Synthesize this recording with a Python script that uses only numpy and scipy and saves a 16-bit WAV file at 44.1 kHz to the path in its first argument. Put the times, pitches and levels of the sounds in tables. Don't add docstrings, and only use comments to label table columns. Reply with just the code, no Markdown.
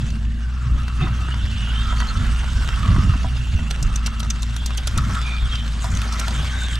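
import sys
import numpy as np
from scipy import signal
from scipy.fft import rfft, irfft
from scipy.io import wavfile
from scipy.ndimage import uniform_filter1d

SR = 44100
rng = np.random.default_rng(int(sys.argv[2]) if len(sys.argv) > 2 else 0)


def to_wav(sig):
    pcm = np.clip(np.atleast_2d(sig), -1, 1) * 32767
    pcm = np.round(pcm).astype(np.int16)
    wavfile.write(sys.argv[1], SR, pcm.T)


N = 299439


def amp(db):
    return 10 ** (np.asarray(db) / 20)


def evened(x):
    return x / np.sqrt(np.mean(x ** 2) + 1e-20)


def columns(rows):
    s, *rest = np.transpose(rows)
    return [np.interp(np.arange(N) / SR, s, c) for c in rest]


def read(points, hz):
    f, value = np.transpose(points)
    return np.interp(np.log(hz + 1), np.log(f + 1), value)


def coloured(x, spectrum):
    gain = amp(read(spectrum, np.fft.rfftfreq(len(x), 1 / SR)))
    return evened(irfft(rfft(x) * gain, len(x)))


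def drift(top_hz):
    lowpass = signal.butter(2, top_hz, fs=SR, output="sos")
    return evened(signal.sosfilt(lowpass, rng.standard_normal(N)))


def resonate(x, hz, width_hz):
    turn = np.exp(2j * np.pi * np.cumsum(hz * np.ones(len(x))) / SR)
    r = np.exp(-np.pi * width_hz / SR)
    return 2 * (turn * signal.lfilter([1 - r], [1, -r], x / turn)).real


def add(mix, s, sound):
    part = mix[round(s * SR):][:len(sound)]
    part += sound[:len(part)]


def ring(modes, centre_hz, octaves, luck):
    hz, db, t60_s = np.transpose(modes)[:, :, None]
    t = np.arange(3000) / SR
    near_db = -6 * (np.log2(hz / centre_hz) / max(octaves, .1)) ** 2
    mode_luck = luck[:len(hz), None]
    share = np.sign(mode_luck) * amp(-6 * np.exp(-mode_luck ** 2))
    envelope = amp(db + np.maximum(near_db, -17) - 60 * t / t60_s)
    return (share * envelope * np.sin(2 * np.pi * hz * t)).sum(0)


# [t/s, f/Hz]
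HUM_PITCH = [(0, 56.55), (.38, 56.43), (.55, 62.3), (1.05, 59.4), (1.3, 62.4), (1.6, 55.2), (1.95, 57.06),
             (2.2, 55.05), (2.5, 62.4), (2.9, 57.73), (3.3, 63.08), (3.75, 53.75), (4.1, 56.34),
             (4.4, 55.57), (4.6, 58.9), (5.5, 58.85), (5.75, 54.75), (6.3, 56.9), (6.45, 61.44),
             (6.79, 58.66)]


def hum():
    hz = columns(HUM_PITCH)[0]
    phase = 2 * np.pi * np.cumsum(hz + 0.28 * drift(7.3)) / SR
    octave_db = -14 - 6 * np.tanh(((2 * hz - 125) / 9) ** 2) + 5.9 * drift(8.6)
    fourth_db = -16 - 12 * np.tanh(((4 * hz - 227) / 7) ** 2) + 1.0 * drift(13.0)
    octave = amp(octave_db) * np.cos(2 * phase + 1)
    fourth = amp(fourth_db) * np.cos(4 * phase)
    return amp(-19.0 + 0.79 * drift(13.0)) * (np.cos(phase) + octave + fourth)


# [t/s, buffeting level/dB, deep push level/dB]
STEADY_WIND = [(0, -26.5, -41), (.5, -31, -66), (1.4, -28.5, -33), (2.2, -29.5, -23.5), (3.1, -29, -25.5),
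               (3.8, -32, -33), (3.95, -29.5, -32), (4.9, -33, -33), (5.6, -32, -53), (6.4, -30, -53),
               (6.79, -31, -34)]
# [t/s, buffeting level/dB, deep push level/dB]
WIND_GUSTS = [(.75, -25.5, -22), (1.04, -17.5, -40), (2.21, -19.5, -40), (2.27, -50, -21.5),
              (2.91, -11.5, -28), (3.05, -19, -23), (3.6, -23, -31), (3.84, -24, -17.5), (4.971, -19, -39),
              (5.09, -20, -45), (5.45, -43, -22.5), (5.94, -21.5, -45), (6.38, -24, -42)]
GUST_RISE_S, GUST_FALL_S = 0.048, 0.066


def gusting():
    power = amp(columns(STEADY_WIND)) ** 2
    for s, *dbs in WIND_GUSTS:
        t = np.arange(N) / SR - s
        decay = np.where(t < 0, -t / GUST_RISE_S, t / GUST_FALL_S)
        power = power + amp(dbs)[:, None] ** 2 * np.exp(-2 * decay)
    return np.sqrt(power)


# [f/Hz, relative level per Hz/dB]
PUSH_SHAPE = [(8, -79), (25, 5.5), (55, 10), (90, -46), (300, -120)]
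# [f/Hz, relative level per Hz/dB]
BUFFET_SHAPE = [(41, -8), (70, -10.5), (87, -3), (189, -14), (227, -15), (445, -43), (700, -40),
                (910, -104), (1540, -120)]
# [t/s, relative peak level/dB, f/Hz]
SUDDEN_BUFFETS = [(0.697, -7, 63.3), (1.003, -6, 138), (1.419, -2, 54.5), (1.533, -7, 58),
                  (2.191, -12, 58.1), (2.242, -3.5, 40.54), (2.536, -4, 52.8), (2.623, -10.5, 83.06),
                  (2.885, -11, 59.2), (2.972, 1.5, 73), (3.064, -1, 40.98), (3.523, -0.5, 55),
                  (3.597, -5, 43.36), (3.83, -4, 42.4), (4.964, -8, 83), (6.369, -11.5, 104)]


def wind():
    a, b, c, d = rng.standard_normal((4, N))
    buffet, push = gusting()
    buffet = buffet * amp(1.09 * drift(14.4))
    both = push * coloured(a, PUSH_SHAPE) + buffet * coloured(b, BUFFET_SHAPE)
    noises = rng.standard_normal((len(SUDDEN_BUFFETS), 9000))
    for (s, db, hz), lump in zip(SUDDEN_BUFFETS, noises):
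        for _ in range(3):
            lump = resonate(lump, hz, 79)
        lump = lump[-2200:] * np.hanning(2200)
        add(both, s, amp(db - 7.0) * lump / abs(lump).max())
    unlike_push = 0.2 * push * coloured(c, PUSH_SHAPE)
    unlike_buffet = 0.096 * buffet * coloured(np.diff(d, prepend=0), BUFFET_SHAPE)
    return both + np.array([[1], [-1]]) * (unlike_push + unlike_buffet)


# [t/s, peak level/dB, f/Hz]
SHORT_THUMPS = [(1.008, -27, 196), (1.037, -20, 181), (1.284, -28, 260), (2.885, -21, 201),
                (2.913, -26, 189), (2.961, -20, 207), (2.981, -11, 220), (3.07, -17, 198),
                (3.154, -15, 175), (4.967, -21, 201)]
THUMP_CYCLES = 1.79


def thumps():
    out = np.zeros(N)
    for s, db, hz in SHORT_THUMPS:
        u = np.arange(0, 1, hz / THUMP_CYCLES / SR)
        push = np.sin(np.pi * u) ** 2 * np.cos(2 * np.pi * THUMP_CYCLES * (u - .5))
        add(out, s, amp(db) * push)
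    return out


# [t/s, length/s, f/Hz, level before envelope/dB, width of each resonance pass/Hz]
RUB_SQUEAKS = [(1.012, .07, 3640, -41, 60), (1.012, .05, 750, -36, 60), (1.0, .08, 350, -36, 60),
               (1.015, .04, 2050, -41, 50), (1.88, .05, 3550, -39, 250), (1.98, .04, 4500, -35, 200),
               (2.075, .045, 4220, -35, 250), (5.24, .17, 2400, -33, 150), (6.52, .15, 3760, -39, 100),
               (2.71, .08, 3220, -41, 120)]


def squeaks():
    out = np.zeros(N)
    noises = rng.standard_normal((len(RUB_SQUEAKS), 12000))
    for (s, length_s, hz, db, width_hz), noise in zip(RUB_SQUEAKS, noises):
        tone = resonate(resonate(noise, hz, width_hz), hz, width_hz)[-int(length_s * SR):]
        envelope = np.sin(np.pi * np.linspace(0, 1, len(tone)) ** 0.66) ** 0.7
        add(out, s, amp(db) * evened(tone) * envelope)
    return out


# [t/s, length/s, f/Hz, level before envelope/dB]
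LINE_SCRAPES = [(5.119, 0.05, 7490, -42), (5.798, 0.089, 7200, -39), (5.896, 0.05, 6940, -40),
                (6.14, 0.072, 5630, -43), (6.286, 0.048, 4740, -45), (6.327, 0.049, 7300, -42),
                (6.509, .04, 5830, -42), (6.59, 0.084, 7235, -39), (6.69, 0.074, 7400, -39)]
SCRAPE_WIDTH_HZ = 1900


def scrapes():
    out = np.zeros(N)
    draws = rng.standard_normal((len(LINE_SCRAPES), 2, 6000))
    for (s, length_s, hz, db), (noise, luck) in zip(LINE_SCRAPES, draws):
        band = noise * amp(32 * uniform_filter1d(luck, size=30))
        for _ in range(2):
            band = resonate(band, hz, SCRAPE_WIDTH_HZ)
        band = band[-int(length_s * SR):]
        add(out, s, amp(db) * evened(band) * np.sin(np.linspace(0, np.pi, len(band))))
    return out


# [t/s, relative peak level/dB, strongest f/Hz]
DULL_KNOCKS = [(0.881, -25.5, 1700), (1.013, -36, 1280), (1.072, -24, 1500), (1.286, -26, 1380),
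               (1.341, -24, 1490), (1.674, -26.5, 1390), (1.925, -24, 1137), (2.003, -21.5, 1530),
               (2.022, -21.5, 1440), (2.963, -22.5, 1522), (3.137, -26, 1086), (3.244, -25.5, 790),
               (3.591, -26, 1600), (4.079, -25.5, 1460), (4.229, -26, 1393), (4.971, -24, 1280),
               (5.843, -23, 860), (6.281, -25.5, 922)]
# [f/Hz, relative level/dB, t60/s]
PLASTIC_MODES = [(666, 7, 0.098), (760, -1.5, 0.18), (976, 7, 0.071), (1130, 2, 0.02), (1444, 19.5, 0.01),
                 (1947, 6, 0.049)]


def knocks():
    out = np.zeros(N)
    for (s, db, hz), luck in zip(DULL_KNOCKS, rng.standard_normal((len(DULL_KNOCKS), 8))):
        sound = np.convolve(ring(PLASTIC_MODES, hz, 0.78, luck), np.hanning(12))
        add(out, s, amp(db + 4.5) * sound / abs(sound).max())
    return out


# [t/s, relative peak level/dB, strongest f/Hz]
METAL_CLICKS = [(0.1022, -22.5, 2960), (0.88, -20, 3260), (1.011, -26, 3000), (2.0019, -12, 3420),
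                (2.964, -25, 3140), (3.7034, -20, 4930), (3.709, -10.5, 4000), (3.8264, -11, 6420),
                (3.867, -30, 5200), (3.958, -11, 6264), (4.0609, -11.5, 6640), (4.067, -10, 4000),
                (4.1956, -23, 8720), (4.2024, -11, 4940), (4.2305, -18, 3172), (4.3021, -8, 5630),
                (4.421, -19, 5800), (4.4297, -11.5, 4620), (4.5637, -14, 5530), (4.6601, -9, 7820),
                (4.6626, -16, 5830), (4.7736, -13.5, 8650), (4.778, -14, 3380), (4.872, -5.5, 6600),
                (4.876, -12, 3566), (4.976, -10.5, 6650), (4.982, -16, 3104), (5.149, -20, 3620),
                (5.5538, -17, 3210), (5.842, -21, 7390), (5.95, -20, 6400), (5.971, -13, 3826),
                (6.017, -11.5, 3153), (6.124, -16.5, 6130), (6.137, -22, 5740), (6.19, -17, 3180),
                (6.1965, -6.5, 5840), (6.213, -21, 3130), (6.281, -10, 3500), (6.3065, -22, 4560),
                (6.755, -15, 3237)]
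# [f/Hz, relative level/dB, t60/s]
METAL_MODES = [(2860, 9, 0.0028), (3470, -1.5, 0.0081), (4040, 8.5, 0.0026), (4730, -10.5, 0.017),
               (5060, 2.5, 0.004), (5820, 2, 0.011), (6460, 5, 0.0041), (6860, 16.5, 0.00099),
               (8220, -1.5, 0.0049), (9120, 3, 0.0064), (10700, -17.5, 0.0028), (11800, 0.5, 0.0043)]
RATTLE_S = 0.0044


def clicks():
    out, t = np.zeros(N), np.arange(1800) / SR
    lucks = rng.standard_normal((len(METAL_CLICKS), 1820))
    for (s, db, hz), luck in zip(METAL_CLICKS, lucks):
        sparse = abs(luck[:1800]) > 1.7
        blows = luck[20:] * 0.5 * sparse * np.exp(-(t / RATTLE_S) ** 2)
        blows[:30] *= .2
        blows[30] = .75
        body = ring(METAL_MODES, hz, 0.82, luck)
        body[:3] += .5 * (hz / 6000) ** 2 * np.array([1, -2, 1])
        tail = luck[20:] * amp(-21.5 - 60 * t / 0.053) * np.minimum(t / RATTLE_S, 1)
        duller = ring(METAL_MODES, 0.7 * hz, 1.0, luck)
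        sound = signal.fftconvolve(body, blows) + signal.fftconvolve(duller, tail)
        add(out, s, amp(db - 2.5) * sound / abs(sound).max())
    return out


# [t/s, relative level/dB]
SWISH_LEVEL = [(0.0, -46.5), (0.3, -54), (0.76, -48.5), (2.06, -43), (2.65, -41.5), (3.52, -46),
               (4.65, -47), (5.11, -41), (5.56, -46.5), (5.9, -42), (6.37, -39), (6.79, -44)]
# [f/Hz, relative level per Hz/dB]
SWISH_SHAPE = [(180, -12), (300, -7), (461, -7.5), (1160, -2.5), (1280, 0), (2230, -4), (2830, -6),
               (3070, -4), (4800, -9.5), (5650, -10), (8900, -16), (10100, -28), (12200, -25.5),
               (13500, -35), (15500, -70)]
# [t/s, turns per s/Hz]
ROTOR_SPEED = [(0, 9.8), (.85, 13.6), (1.5, 18.4), (2.2, 27.4), (3.6, 23.6), (6.79, 16)]
SWELL_DB = -0.03


def swish():
    swell = np.cos(2 * np.pi * np.cumsum(columns(ROTOR_SPEED)[0]) / SR + 1.45)
    grit = amp(4.0 * np.minimum(rng.exponential(1, N), 3.5)) * (rng.random(N) < 400 / SR)
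    gritty = coloured(rng.standard_normal(N) * (1 + 2.37 * grit), SWISH_SHAPE)
    z = signal.stft(gritty, nperseg=256)[2]
    patches = uniform_filter1d(rng.standard_normal(z.shape), size=9, axis=1)
    patches = uniform_filter1d(patches, size=5, axis=0)
    hiss = signal.istft(z * amp(2.64 * evened(patches)), nperseg=256)[1][:N]
    level_db = columns(SWISH_LEVEL)[0] + 6.0 + SWELL_DB * swell + 1.0 * drift(25)
    return amp(level_db) * evened(hiss)


# [t/s, tail/s, grind change/dB, whine change/dB, swish change/dB]
CRANK_JOLTS = [(.85, 0.051, -4, 7.5, -1.5), (1.018, 0.048, 9.5, 11.5, 2), (1.2, 0.21, 2.5, 1.5, 0),
               (5.16, 0.085, 8.5, 1, 1), (5.53, 0.086, 6.5, 12.5, 3.5)]
JOLT_RISE = 0.47


def jolts():
    t = np.arange(N) / SR
    total_db = 0
    for s, tail_s, *change_db in CRANK_JOLTS:
        width_s = np.where(t < s, JOLT_RISE * tail_s, tail_s)
        total_db = total_db + np.array(change_db)[:, None] * np.exp(-((t - s) / width_s) ** 2)
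    return total_db


# [t/s, relative level/dB, f of the ringing housing region/Hz]
GEAR_GRIND = [(0, -51, 1280), (.3, -49, 1770), (.62, -41, 1290), (1.3, -40, 1269), (1.48, -47.5, 1590),
              (1.8, -36, 1290), (2.25, -35, 1280), (2.56, -41, 1520), (2.72, -36, 1340),
              (2.88, -29.5, 1185), (3.24, -41.5, 1279), (3.42, -51, 1520), (3.85, -40, 1288),
              (4.3, -41.5, 1314), (4.75, -48.5, 1560), (5.0, -33.5, 1295), (5.5, -44, 1320),
              (5.68, -46.5, 1504), (6.1, -36, 1286), (6.79, -37, 1673)]
# [t/s, relative level/dB, f of the ringing housing region/Hz]
GEAR_WHINE = [(0, -43, 2630), (.24, -52, 2940), (.65, -49.5, 2700), (1.12, -43.5, 2700), (1.45, -37, 3000),
              (1.64, -34, 2812), (1.87, -35, 3250), (2.1, -39.5, 2981), (2.75, -40.5, 2870),
              (3.4, -40.5, 2753), (4.5, -46, 2770), (4.65, -36.5, 3384), (5.05, -48, 3013),
              (5.24, -35.5, 3402), (5.42, -40, 3470), (5.57, -42, 3110), (5.7, -44, 3032),
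              (6.25, -59, 3142), (6.4, -31.5, 3360), (6.5, -41, 3200), (6.62, -35, 3730), (6.79, -34, 3007)]
# [f/Hz, width of each pass/Hz, relative level/dB]
GRIND_MODES = [(1130, 170, 4), (1303, 206, 3), (1550, 160, 3), (1767, 240, -5)]
# [f/Hz, width of each pass/Hz, relative level/dB]
WHINE_MODES = [(2639, 78, 8), (2825, 220, 6), (3153, 200, 5.5), (3590, 86, 10.5), (3810, 110, 8)]


def gears(jolts_db):
    out = 0
    # (curve, modes, reach/octaves, skirt width/Hz, skirt level/dB)
    layers = ((columns(GEAR_GRIND), GRIND_MODES, .18, 900, -7),
              (columns(GEAR_WHINE), WHINE_MODES, .22, 1300, -7))
    for ((db, hz), modes, reach, skirt_hz, skirt_db), jolt_db in zip(layers, jolts_db):
        strength = amp(0.45 * np.minimum(rng.exponential(1, N), 5))
        contact = rng.random(N) < 2500 / SR
        teeth = strength * contact * rng.standard_normal(N)

        def twice(f, width_hz):
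            return evened(resonate(resonate(teeth, f, width_hz), f, width_hz))

        core, power = 0, 0
        for f, width_hz, mode_db in modes:
            away = np.tanh((np.log2(f / hz) / reach) ** 2)
            gain = amp(mode_db - 4.6 * away + 3.2 * drift(9.3))
            pulled_hz = f * (hz / f) ** 0.22 * (1 + 0.012 * drift(9.5))
            core = core + gain * twice(pulled_hz, width_hz)
            power = power + gain ** 2
        core = core / uniform_filter1d(np.sqrt(power), size=6000)
        skirt = amp(skirt_db) * twice(hz, skirt_hz)
        strand = amp(-2.5 + 3.3 * drift(16)) * twice(hz * (1 + 0.017 * drift(6.0)), 160)
        out = out + amp(db + jolt_db - 5.5 + 1.17 * drift(21)) * (core + skirt + strand)
    return out


# [f/Hz, likeness 0-1]
LIKENESS = [(60, 1), (150, 1), (360, 0.69), (880, 0.86), (2170, 0.79), (5310, 0.88), (9000, 1),
            (13000, 0.47)]
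# [f/Hz, left-right level/dB]
BALANCE = [(60, 0.34), (230, -0.9), (880, 1.0), (3390, -1.2), (13000, 0.59)]
# [f/Hz, left lead/rad]
LEFT_LEAD = [(100, -.2), (430, .2), (1640, -.5), (3450, -1.0), (4570, -.3), (8610, 0), (13200, .4)]
# [t/s, left-right level/dB]
PORT_TURN = [(0, -0.5), (.6, 0), (1.8, -1), (2.7, -1.5), (3.6, -1.5), (4.2, 0), (6.79, 0)]


def ports(near, low):
    hz, side = np.fft.rfftfreq(N, 1 / SR), np.array([[1], [-1]])
    z = signal.stft(near, nperseg=512, noverlap=384)[2]
    random_phase = np.exp(2j * np.pi * rng.random(z.shape))
    unlike = signal.istft(z * random_phase, nperseg=512, noverlap=384)[1][:N]
    same = np.clip(read(LIKENESS, hz), 0, 1)
    shared = rfft(near + low) * np.sqrt((1 + same) / 2)
    apart = 2 * rfft(unlike) * np.sqrt((1 - same) / 2)
    tilt = amp(side * read(BALANCE, hz) / 2) * np.exp(.5j * side * read(LEFT_LEAD, hz))
    return amp(side * columns(PORT_TURN)[0] / 2) * irfft(tilt * (shared + side * apart), N)


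def scene():
    *gear_db, swish_db = jolts()
    reel = gears(gear_db) + amp(swish_db) * swish() + clicks() + knocks() + squeaks() + scrapes()
    return ports(reel, hum() + wind() + thumps())


EDGE_HZ = 15500


def record(dry):
    dulled = signal.sosfilt(signal.butter(4, 13600, fs=SR, output="sos"), dry)
    band_limit = signal.firwin(511, EDGE_HZ, window=("kaiser", 9), fs=SR)
    return signal.oaconvolve(dulled, band_limit[None], "same")


dry = scene()
out = record(dry)
to_wav(out)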